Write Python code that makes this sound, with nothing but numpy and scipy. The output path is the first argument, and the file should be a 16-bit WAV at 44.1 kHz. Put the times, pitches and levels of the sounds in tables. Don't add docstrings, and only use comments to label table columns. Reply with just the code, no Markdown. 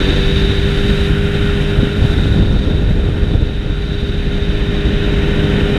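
import sys
import numpy as np
from scipy import signal
from scipy.fft import rfft, irfft
from scipy.io import wavfile
from scipy.ndimage import uniform_filter1d, minimum_filter1d

SR = 44100
rng = np.random.default_rng(int(sys.argv[2]) if len(sys.argv) > 2 else 0)


def file_out(sig):
    cols = np.atleast_2d(sig).T
    lim = np.clip(cols, -1, 1)
    pcm = np.round(lim * 32767).astype(np.int16)
    wavfile.write(sys.argv[1], SR, pcm)


N = 254898
TIME = np.arange(N) / SR


def undb(db):
    return 10 ** (np.asarray(db) / 20)


def unit(x):
    return x / np.sqrt(np.mean(x ** 2))


def curves(table):
    seconds, *columns = np.transpose(table)
    return [np.interp(TIME, seconds, column) for column in columns]


def white():
    return rng.standard_normal(N)


def walk(rate_hz):
    hop = 32
    ticks = TIME[::hop]
    f = np.fft.rfftfreq(len(ticks), hop / SR)
    spectrum = rfft(rng.standard_normal(len(ticks))) / (1 + (f / rate_hz) ** 4)
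    slow = irfft(spectrum, len(ticks))
    return unit(np.interp(TIME, ticks, slow))


def colour(x, points):
    f = np.maximum(np.fft.rfftfreq(N, 1 / SR), 1)
    hz, db = np.transpose(points)
    ends = np.minimum(1, np.minimum(f / hz[0], hz[-1] / f)) ** 2
    shape = undb(np.interp(np.log(f), np.log(hz), db))
    return unit(irfft(rfft(x) * ends * shape, N))


def cavity(modes):
    f = np.maximum(np.fft.rfftfreq(N, 1 / SR), 1)
    spectrum = 0
    for hz, width, db in modes:
        detuning = (f * f - hz * hz) / (f * width)
        spectrum = spectrum + rfft(white()) * undb(db) / (1 + 1j * detuning) ** 2
    return unit(irfft(spectrum, N))


def orders(turns, table, flutter_db, flutter_hz, smear_rad):
    out = 0
    for multiple, db in table:
        phase = 2 * np.pi * (multiple * turns + rng.random()) + smear_rad * walk(flutter_hz)
        amplitude = np.sqrt(2) * undb(db + flutter_db * walk(flutter_hz))
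        out = out + amplitude * np.sin(phase)
    return out


# (multiple of shaft speed, level [dB])
EXHAUST_ORDERS = [(2, -8), (8, 0), (14, -31.5), (16, -35), (28, -25)]
EXHAUST_DB = -22.5


def exhaust(turns):
    return undb(EXHAUST_DB) * orders(turns, EXHAUST_ORDERS, flutter_db=.6, flutter_hz=12, smear_rad=.05)


# (multiple of shaft speed, level [dB])
THRUM_ORDERS = [(3, 0.5), (4, -2), (21, -29.5)]
THRUM_DB = -23
THRUM_GUST_SHARE = -0.14


def thrum(turns, small_db):
    tones = orders(turns, THRUM_ORDERS, flutter_db=1.4, flutter_hz=9, smear_rad=.2)
    return undb(THRUM_DB + THRUM_GUST_SHARE * small_db) * tones


# (multiple of shaft speed, level [dB])
GROWL_ORDERS = [(9, -4), (10, 1), (15, -11)]
GROWL_DB = -42.5
GROWL_DB_PER_HZ = 3.5
GROWL_WASH_SHARE = 0.21


def growl(turns, shaft_hz, wash_db):
    cruising_hz = np.median(shaft_hz)
    lack_hz = np.maximum(cruising_hz - shaft_hz, 0)
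    growl_db = GROWL_DB + GROWL_DB_PER_HZ * lack_hz + GROWL_WASH_SHARE * wash_db
    return undb(growl_db) * orders(turns, GROWL_ORDERS, flutter_db=.8, flutter_hz=8, smear_rad=.1)


# (multiple of shaft speed, level [dB])
BUZZ_ORDERS = [(6, 10.5), (12, 1), (18, -8.5), (24, -10), (27, -11), (30, -7), (36, -1.5), (42, -9.5)]
BUZZ_DB = -46.5


def tip_buzz(turns, wash_db):
    return undb(BUZZ_DB + wash_db) * orders(turns, BUZZ_ORDERS, flutter_db=1.5, flutter_hz=12, smear_rad=.17)


# (time [s], speed [turns per second])
SHAFT_SPEED = [(0, 47.9), (.14, 48.85), (.5, 49.5), (.8, 50.05), (1.1, 50.05), (1.4, 50.55), (1.7, 50.35),
               (2.05, 50.7), (3.5, 50.75), (4.6, 50.7), (5.2, 50.5), (5.78, 50.65)]


def powerplant(small_db, wash_db):
    shaft_hz, = curves(SHAFT_SPEED)
    turns = np.cumsum(shaft_hz * (1 + .0003 * walk(6))) / SR
    engine = exhaust(turns) + growl(turns, shaft_hz, wash_db)
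    return engine + thrum(turns, small_db) + tip_buzz(turns, wash_db)


def eddies(points, per_s, evenness, span_s):
    arrivals = rng.random(N) < per_s / SR
    x = colour(arrivals * white(), points)
    power = np.abs(uniform_filter1d(x * x, max(int(span_s * SR), 2)))
    return unit(x / (power + 1e-3) ** (evenness / 2))


# (frequency [Hz], relative level [dB per Hz])
LARGE_EDDY_SPECTRUM = [(8, -23), (18, -8), (34, 0.5), (48, 0), (70, -4), (130, -32.5), (400, -47)]
SMALL_EDDY_SPECTRUM = [(25, -12), (50, -13), (72, 1), (98, -1.5), (130, -5.5), (170, -7), (260, -14.5),
                       (400, -20.5), (600, -28.5), (1200, -41)]
LARGE_EDDY_DB, SMALL_EDDY_DB = -15.5, -19.5


def buffeting(large_db, small_db):
    large = eddies(LARGE_EDDY_SPECTRUM, per_s=400, evenness=.85, span_s=.1)
    small = eddies(SMALL_EDDY_SPECTRUM, per_s=550, evenness=.95, span_s=.1)
    rumble = undb(LARGE_EDDY_DB + large_db + 0.91 * walk(5.2)) * large
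    flap = undb(SMALL_EDDY_DB + small_db + 1.8 * walk(12.3)) * small
    return rumble + flap


# (frequency [Hz], relative level [dB per Hz])
ROAR_SPECTRUM = [(60, 7), (150, 4.5), (290, 6.5), (380, 0.5), (480, 0), (600, -8.5), (800, -11.5),
                 (1100, -20), (1600, -27), (3500, -32)]
ROAR_DB = -26.5
ROAR_WASH_SHARE, ROAR_GUST_SHARE = 0.87, 0.3
WAKE_ROAR = 26


def roar(pressure, wake, small_db, wash_db, turbulence):
    roar_db = ROAR_DB + ROAR_WASH_SHARE * wash_db + ROAR_GUST_SHARE * small_db
    breakup = np.sqrt(0.98 + (3 * pressure ** 2 + WAKE_ROAR * wake) / undb(small_db) ** 2)
    return undb(roar_db + 1.12 * turbulence) * breakup * colour(white(), ROAR_SPECTRUM)


# (frequency [Hz], relative level [dB per Hz])
RUSH_SPECTRUM = [(600, -9.5), (1150, -10), (1500, -3.5), (1780, 0.5), (2050, -4), (2300, -4), (2600, -1.5),
                 (2850, -4), (3090, -0.3), (3350, -8.5), (3900, -5), (4200, -25), (5500, -24), (9000, -38)]
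RUSH_DB = -28
RUSH_WASH_SHARE, EDGE_RUSH_SHARE = 0.16, 0.16


def rush(wash_db, edge_db, turbulence):
    rush_db = RUSH_DB + RUSH_WASH_SHARE * wash_db + EDGE_RUSH_SHARE * edge_db
    return undb(rush_db + 0.38 * turbulence) * colour(white(), RUSH_SPECTRUM)


# (frequency [Hz], relative level [dB per Hz])
HISS_SPECTRUM = [(3500, -16.5), (5200, 6.5), (6200, -6.5), (7100, 4), (7650, -2.5), (8300, 4.5), (9300, -6),
                 (9900, -4), (10500, 3), (11550, -7.5), (12400, -4.5), (13700, -16), (15200, -22)]
HISS_DB = -48.5
EDGE_HISS_SHARE = 0.47


def hiss(graze_db, edge_db, turbulence):
    hiss_db = HISS_DB + graze_db + EDGE_HISS_SHARE * edge_db
    return undb(hiss_db + 0.48 * turbulence) * colour(white(), HISS_SPECTRUM)


# (frequency [Hz], width [Hz], level [dB])
HOLLOW_MODES = [(1450, 220, 0)]
HOLLOW_DB = -33


def hollow_tone(graze_db):
    return undb(HOLLOW_DB + graze_db + 1.3 * walk(8)) * cavity(HOLLOW_MODES)


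# (frequency [Hz], width [Hz], level [dB])
WHISTLE_MODES = [(3605, 200, -1.5), (3762, 324, 0.5), (4612, 190, -13), (5360, 160, -20.5),
                 (5720, 210, -21.5), (6400, 500, -25)]
WHISTLE_DB = -34


def whistle(blown_db, edge_db, turbulence):
    whistle_db = WHISTLE_DB + blown_db + edge_db
    return undb(whistle_db + 0.7 * turbulence + 0.82 * walk(2.7)) * cavity(WHISTLE_MODES)


# (time [s], level of hiss and hollow tone [dB], level of whistle [dB])
GRAZING = [(0, -2.2, 2.5), (.5, -2.5, -2), (1, 0, -1), (1.9, -0.5, 0), (2.1, 3.5, 7), (3, 1, 4.5),
           (4, -0.5, 5), (5, -4.5, 1.5), (5.78, -2.5, -3)]
EDGE_DB, EDGE_END_S, EDGE_FADE_S = 6.5, 1.105, .04


def slipstream(pressure, wake, small_db, wash_db):
    graze_db, blown_db = curves(GRAZING)
    edge_db = EDGE_DB * np.clip((EDGE_END_S - TIME) / EDGE_FADE_S, 0, 1)
    turbulence = walk(31)
    stream = roar(pressure, wake, small_db, wash_db, turbulence) + rush(wash_db, edge_db, turbulence)
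    housing = hiss(graze_db, edge_db, turbulence) + hollow_tone(graze_db)
    return stream + housing + whistle(blown_db, edge_db, turbulence)


# (time [s], centre to peak [s], peak pressure [dB])
VORTEX_SLAPS = [(1.7915, .0018, 2.5), (1.8325, .0011, 2), (2.0235, .003, 2.5), (2.051, .0018, 3),
                (2.182, .002, 1), (3.355, .002, 5.5), (3.428, .003, 5)]


def slaps():
    out = np.zeros(N)
    for seconds, half_s, db in VORTEX_SLAPS:
        u = (TIME - seconds) / half_s
        out -= undb(db) * u * np.exp((1 - u * u) / 2)
    return out


# (time [s], large eddies [dB], small eddies [dB])
GUST_STRENGTH = [(0, 0, -4.5), (.9, 2, 2), (1.25, -4, 0), (1.9, -2, 2), (2.3, 7, 11.5), (2.7, 10.5, 12.5),
                 (3.45, 7, 9.5), (3.7, 6, 5), (4, 2, 4.5), (4.3, 4.5, 5), (4.6, 1.5, -0.5), (5.2, 0.5, -1),
                 (5.78, -4, 1)]
# (time [s], level [dB])
WASH_STRENGTH = [(0, 9.5), (.3, 3), (1.2, 0), (3.2, 8.5), (3.9, 2.5), (4.8, 6.5), (5.5, 8), (5.78, 9)]
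WAKE_S = 0.016


def scene():
    wash_db, = curves(WASH_STRENGTH)
    large_db, small_db = curves(GUST_STRENGTH)
    slap = slaps()
    pressure = buffeting(large_db, small_db) + slap
    wake = np.abs(uniform_filter1d(slap ** 2, int(WAKE_S * SR)))
    mix = powerplant(small_db, wash_db) + slipstream(pressure, wake, small_db, wash_db) + pressure
    return mix[None]


CEILING_DB, RECOVER_DB_PER_S = -12, 5.5
DETECT_S, GLIDE_S = 0.16, 0.31


def gain_control(x):
    step = 1 / (DETECT_S * SR)
    power = signal.lfilter([step], [1, step - 1], x[0] ** 2)
    excess_db = np.maximum(10 * np.log10(power + 1e-12) - CEILING_DB, 0)
    recovery_db = RECOVER_DB_PER_S * TIME
    duck_db = np.maximum.accumulate(excess_db + recovery_db) - recovery_db
    return x * undb(-uniform_filter1d(duck_db, int(GLIDE_S * SR)))


TOP_HZ = 15200


def record(dry):
    ridden = gain_control(dry)
    size = int(.006 * SR)
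    headroom = np.minimum(1, .93 / (np.abs(ridden) + 1e-9))
    gain = uniform_filter1d(minimum_filter1d(headroom, size), size)
    soft_ends = signal.windows.tukey(N, size / N)
    top_cut = signal.ellip(10, .1, 80, TOP_HZ, fs=SR, output="sos")
    return signal.sosfilt(top_cut, ridden * gain * soft_ends)


dry = scene()
out = record(dry)
file_out(out)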